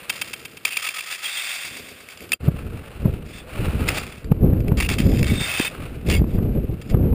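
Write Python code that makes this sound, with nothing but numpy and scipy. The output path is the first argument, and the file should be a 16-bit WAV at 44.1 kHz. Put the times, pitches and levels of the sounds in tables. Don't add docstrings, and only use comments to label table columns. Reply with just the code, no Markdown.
import sys
import numpy as np
from scipy import signal
from scipy.fft import rfft, irfft, next_fast_len
from scipy.io import wavfile
from scipy.ndimage import uniform_filter1d

SR = 44100
rng = np.random.default_rng(int(sys.argv[2]) if len(sys.argv) > 2 else 0)


def store_pcm(level_fs):
    pcm = np.round(np.clip(level_fs, -1, 1) * 32767).astype(np.int16)
    wavfile.write(sys.argv[1], SR, np.atleast_2d(pcm).T)


N = 314853
TIME = np.arange(N) / SR

# (start t/s, length t/s, relative level/dB)
GUSTS = [(0, 0.51, -29), (1.68, 0.13, -24.5), (2.21, 0.078, -21.5), (2.46, 0.042, -20), (2.55, 0.2, -28.5),
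         (3.05, 0.039, -16.5), (3.23, 0.066, -36), (3.6, 0.27, -20.5), (3.93, 0.087, -31.5),
         (4.3, 0.04, -19), (4.43, 0.04, -6.5), (4.54, 0.25, -18), (4.84, 0.34, -21.5), (5.06, 0.057, -12),
         (5.18, 0.17, -16), (5.79, 0.19, -31), (6.09, 0.13, -15), (6.32, 0.29, -18), (6.7, 0.016, -21),
         (6.94, 0.27, -14)]
GUST_RISE_DB_PER_S, GUST_FALL_DB_PER_S, BREEZE_DB = 262, 157, -40.5
# (f/Hz, relative level per Hz/dB)
BUFFET = [(12, -11.5), (40, -3), (70, 0.5), (120, -4.5), (180, -7), (280, -12), (450, -17.5), (650, -29),
          (950, -42.5), (2000, -57), (5000, -78)]
# (start t/s, length t/s, level/dB)
SWISHES = [(0, 0.088, -37), (1.7, 0.55, -49.5), (2.46, 0.0094, -37), (2.58, 0.027, -37), (2.76, 0.39, -42),
           (3.59, .08, -31), (3.72, 0.19, -36), (3.88, 0.098, -29), (4.45, 0.011, -43), (5.72, 0.15, -37.5)]
SWISH_RISE_DB_PER_S, SWISH_FALL_DB_PER_S = 108, 114
SPINDRIFT_DB = -47
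# (f/Hz, relative level per Hz/dB)
RUSTLE_COLOUR = [(100, -12.5), (500, 8), (950, -4), (1300, 2), (1900, -5), (2650, 0.5), (3200, -8.5),
                 (4700, -14), (5700, -20)]
# (t/s, relative
# level/dB, length t/s)
BITES_AND_CLICKS = [(0.095, -17.5, 0.01), (0.65, -15, 0.0055), (1.649, -27.5, 0.0076), (2.087, -29.5, 0.0016),
                    (2.173, -33.5, 0.0027), (2.319, -14, 0.0035), (2.3293, -19, 0.0064), (3.878, -24, .0057),
                    (3.886, -14.5, 0.0061), (4.244, -35.5, 0.0014), (4.317, -29.5, 0.00071), (4.604, -36.5, 0.0017),
                    (4.68, -32, 0.0044), (4.771, -28.5, 0.023), (4.801, -17, 0.0088), (4.888, -24, 0.0016),
                    (4.983, -23.5, 0.0063), (5.001, -21, 0.0038), (5.171, -29.5, 0.0027), (5.192, -25, 0.0027),
                    (5.228, -19.5, .003), (5.596, -16.5, 0.0025), (6.099, -16, 0.0045), (6.741, -44, .001),
                    (6.814, -39, 0.011), (6.898, -34, 0.0046)]
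# (start t/s, length t/s, relative level midway/dB, swell from start to end/dB)
STROKES = [(0.1, 0.084, -31, 3.5), (0.652, 0.019, -25.5, 12), (0.702, 0.046, -28, 1),
           (0.811, 0.071, -23, 5), (1.03, 0.085, -32, -5), (1.108, 0.031, -20, -4.5),
           (1.231, 0.33, -25.5, -1), (2.094, .03, -35.5, -1), (2.187, 0.041, -45, -8.5),
           (3.248, 0.14, -40.5, 10.5), (3.874, 0.084, -30, -15), (3.94, 0.043, -24.5, 8),
           (4.02, 0.18, -39.5, -9), (4.813, 0.038, -23.5, -5), (4.885, 0.053, -20, -6.5),
           (4.986, 0.027, -26, -1), (5.027, 0.18, -35.5, 8), (5.241, 0.14, -26.5, -4),
           (5.393, 0.27, -22, 3), (6.059, 0.031, -31.5, 12), (6.104, 0.056, -22.5, -7),
           (6.27, 0.093, -47, 2), (6.815, .06, -55, 12), (6.889, 0.023, -39, 2)]
STROKE_RISE_S, STROKE_FALL_S = .005, .018
# (t/s, stick-slip depth/dB)
JERK = [(0, -6.5), (3.3, 2.5), (5.3, 4.5), (5.42, 0), (5.65, 3)]
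SLIP_EVEN_S, GRIND_EVEN_S = .05, .04
# (f/Hz, relative level per Hz/dB)
CRUST = [(150, -24), (700, -9.5), (950, -13.5), (1250, -7.5), (1500, -8), (2200, -2.5), (2680, 2),
         (2980, -12.5), (3400, -2.5), (4100, -14), (4750, -8.5), (5800, -13.5)]
# (f/Hz, relative level/dB, 60 dB decay t/s)
STEEL = [(1301, -43, 0.11), (2280, -28.5, 0.06), (2700, -48, 0.075), (3177, -33, 0.054), (4850, -57, 0.23),
         (4740, -37, 0.094), (5170, -37, 0.033)]
# (start t/s, length t/s, pitch f/Hz, resonator width f/Hz, level/dB)
SQUEALS = [(0.6515, .006, 2480, 160, -11), (0.70, .06, 2680, 400, -28), (0.82, .06, 1260, 120, -31),
           (1.245, .03, 3265, 70, -25), (1.28, .14, 3620, 200, -32), (2.319, .003, 2330, 80, -13),
           (2.331, .007, 2640, 30, -12), (2.336, .016, 4760, 15, -35), (3.33, .09, 3500, 300, -47),
           (4.82, .045, 2680, 330, -28), (5.03, .19, 5000, 450, -44), (5.23, .3, 3620, 160, -37),
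           (5.37, .075, 3610, 85, -29), (5.46, .22, 2570, 100, -27), (5.54, .14, 3615, 80, -31),
           (5.55, .13, 3060, 80, -35), (6.115, .035, 2800, 250, -26), (6.135, .038, 2210, 50, -27),
           (6.135, .05, 4750, 50, -39), (6.157, .022, 3270, 70, -39)]
# (t/s, relative level/dB, f/Hz)
SLAPS = [(2.486, 8, 134), (3.058, 3, 110), (4.321, 13, 152), (4.534, 3, 131), (4.721, 4.5, 141),
         (5.004, 1, 205), (5.067, -3, 80), (5.602, -1, 268), (6.198, -3, 75), (6.219, -5, 280),
         (6.243, -5, 240), (6.387, 2, 105), (6.947, 5, 106), (7.128, -5, 121)]
SLAP_TEAR = 0.19
LIMIT_DB, LIMIT_RELEASE_DB_PER_S, LIMIT_ATTACK_S = 1.0, 26, 0.0017
CONVERTER_HZ, CUTOFF_HZ = 12000, 15350
BASS_CUT_HZ = 1760
ECHO_S, ECHO_END_S = .1183, 2.39
ECHO_SHARE, ECHO_FEEDBACK = 0.74, 0.5452
# (t/s, level/dB)
FADE = [(2.34, -2), (2.37, -21), (2.39, -41), (2.405, -6.5), (2.43, -3)]


def from_db(db):
    return 10 ** (np.asarray(db) / 20)


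def rms_one(x):
    return x / np.sqrt(np.mean(x ** 2) + 1e-20)


def in_time(rows):
    return np.interp(TIME, *np.transpose(rows))


def drift(rate):
    pole = np.exp(-20 * np.pi * rate / SR)
    noise = rng.standard_normal(N // 10 + 4002)
    slow = signal.lfilter([1], [1, -2 * pole, pole * pole], noise)[4000:]
    return np.interp(np.arange(N) / 10, np.arange(len(slow)), rms_one(slow))


def coloured(x, spectrum):
    size = 2 * next_fast_len(N // 2 + SR // 8)
    hz, db = np.transpose(spectrum)
    grid = np.maximum(np.arange(size // 2 + 1) * SR / size, 1)
    gain = from_db(np.interp(np.log(grid), np.log(hz), db))
    gain /= np.sqrt(np.mean(gain ** 2 * (grid < CONVERTER_HZ / 2)))
    cepstrum = irfft(np.log(gain))[:size // 2]
    cepstrum[1:] *= 2
    response = np.exp(rfft(cepstrum, size))
    return irfft(rfft(x, size) * response)[:N]


def ring(force, hz, t60):
    radius, angle = from_db(-60 / (t60 * SR)), 2 * np.pi * hz / SR
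    feedback = [1, -2 * radius * np.cos(angle), radius * radius]
    return signal.lfilter([0, np.sin(angle)], feedback, force + 1e-18)


def evened(x, span_s):
    power = uniform_filter1d(x * x, max(int(span_s * SR), 2))
    return x / np.sqrt(np.abs(power) + 1e-12)


def swells(rows, rise_db_per_s, fall_db_per_s, floor_db):
    power = from_db(floor_db) ** 2
    for start, length, db in rows:
        before_s = np.maximum(start - TIME, 0)
        after_s = np.maximum(TIME - start - length, 0)
        short_db = rise_db_per_s * before_s + fall_db_per_s * after_s
        power = power + from_db(db - np.minimum(short_db, 120)) ** 2
    return np.sqrt(power)


def contact(start, length, rise_s, fall_s):
    force = np.zeros(N)
    first = int(start * SR)
    t = TIME[:min(N - first, int((length + 10 * fall_s) * SR))]
    rise = 1 - np.exp(-t / rise_s)
    force[first:first + len(t)] = rise * np.exp(-np.maximum(t - length, 0) / fall_s)
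    return force


def fractures(per_s, spread_db, powder_db):
    sizes = from_db(spread_db * np.minimum(rng.exponential(1, N), 5)) * rng.choice([-1, 1], N)
    snaps = rms_one(sizes * (rng.random(N) < per_s / SR))
    return rms_one(snaps + from_db(powder_db) * rng.standard_normal(N))


def wind():
    eddies = rng.standard_normal(N) * from_db(3.03 * drift(36))
    buffeting = evened(coloured(eddies, BUFFET), span_s=0.095)
    strength = swells(GUSTS, GUST_RISE_DB_PER_S, GUST_FALL_DB_PER_S, BREEZE_DB)
    return from_db(1.5) * strength * buffeting


def rustle():
    grains = fractures(per_s=3000, spread_db=3.5, powder_db=1) * from_db(2 * drift(51))
    strength = swells(SWISHES, SWISH_RISE_DB_PER_S, SWISH_FALL_DB_PER_S, SPINDRIFT_DB)
    return strength * coloured(grains, RUSTLE_COLOUR)


def crampons():
    stick_slip = evened(from_db(in_time(JERK) * drift(88)), span_s=SLIP_EVEN_S)
    breaking = fractures(per_s=3000, spread_db=0, powder_db=1.0) * stick_slip
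    grind = from_db(-2.5) * evened(breaking, span_s=GRIND_EVEN_S) * pressure_on_crust()
    blows = sum(from_db(db) * contact(s, length, rise_s=.0004, fall_s=.0011) for s, db, length in BITES_AND_CLICKS)
    bites = blows * evened(rng.standard_normal(N), span_s=0.0028)
    crust = coloured(grind + from_db(1) * bites, CRUST)
    return crust + ringing_steel(bites, grind) + squeals(stick_slip)


def pressure_on_crust():
    pressure = 0
    for start, length, db, swell_db in STROKES:
        progress = np.clip((TIME - start) / length, 0, 1)
        level = from_db(db + swell_db * (progress - .5))
        pressure = pressure + level * contact(start, length, STROKE_RISE_S, STROKE_FALL_S)
    return pressure


def ringing_steel(bites, grind):
    steel = 0
    for hz, db, t60 in STEEL:
        share = from_db(-7.5 + 4.5 * drift(6.2))
        steel = steel + from_db(db) * ring(bites + share * grind, hz, t60)
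    return steel


def squeals(stick_slip):
    friction, out = rng.standard_normal(N), 0
    for start, length, hz, width_hz, db in SQUEALS:
        t60 = np.log(1000) / (np.pi * width_hz)
        tone = evened(ring(ring(friction, hz, t60), hz, t60), span_s=length * .4)
        stutter = evened(tone * np.sqrt(stick_slip), span_s=length)
        pressure = contact(start, length, rise_s=length * .12, fall_s=min(length * .2, .005))
        out = out + from_db(db) * stutter * pressure
    return out


def slaps():
    out, damping = np.zeros(N), 2.7
    for s, db, hz in SLAPS:
        near = np.abs(TIME - s) < .05
        cycles = (TIME[near] - s) * hz
        out[near] += from_db(db) * np.sin(2 * np.pi * cycles) * np.exp(-damping * np.abs(cycles))
    return out * (1 + SLAP_TEAR * drift(460))


def limiter(x):
    over_db = np.maximum(20 * np.log10(np.abs(x[0]) + 1e-9) - LIMIT_DB, 0)
    release_db = LIMIT_RELEASE_DB_PER_S * TIME
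    cut_db = np.maximum.accumulate(over_db + release_db) - release_db
    return x * from_db(-uniform_filter1d(cut_db, max(int(LIMIT_ATTACK_S * SR), 1)))


def converter(x):
    slow = signal.resample_poly(x, CONVERTER_HZ, SR, axis=1, padtype="edge")
    driven = slow * 1.045
    held = np.repeat(1.1 * np.tanh(driven / 1.1), 4, axis=1)
    return signal.resample_poly(held, SR, 4 * CONVERTER_HZ, axis=1, padtype="edge")[:, :N]


def echo(x):
    out, lag = x.copy(), round(ECHO_S * SR)
    for k, delay in enumerate(range(lag, SR, lag)):
        out[:, delay:] += ECHO_SHARE * ECHO_FEEDBACK ** k * x[:, :-delay]
    return out


def scene():
    return (wind() + rustle() + crampons() + slaps())[None]


def record(dry):
    plain = converter(limiter(dry))
    bass_cut = signal.butter(1, BASS_CUT_HZ, "high", fs=SR, output="sos")
    thin = echo(signal.sosfilt(bass_cut, plain))
    out = np.where(TIME < ECHO_END_S, thin, plain) * from_db(in_time(FADE))
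    out = out * np.minimum((TIME[-1] - TIME) / .003, 1)
    top_cut = signal.ellip(10, .3, 70, CUTOFF_HZ, fs=SR, output="sos")
    return signal.sosfilt(top_cut, out)


dry = scene()
out = record(dry)
store_pcm(out)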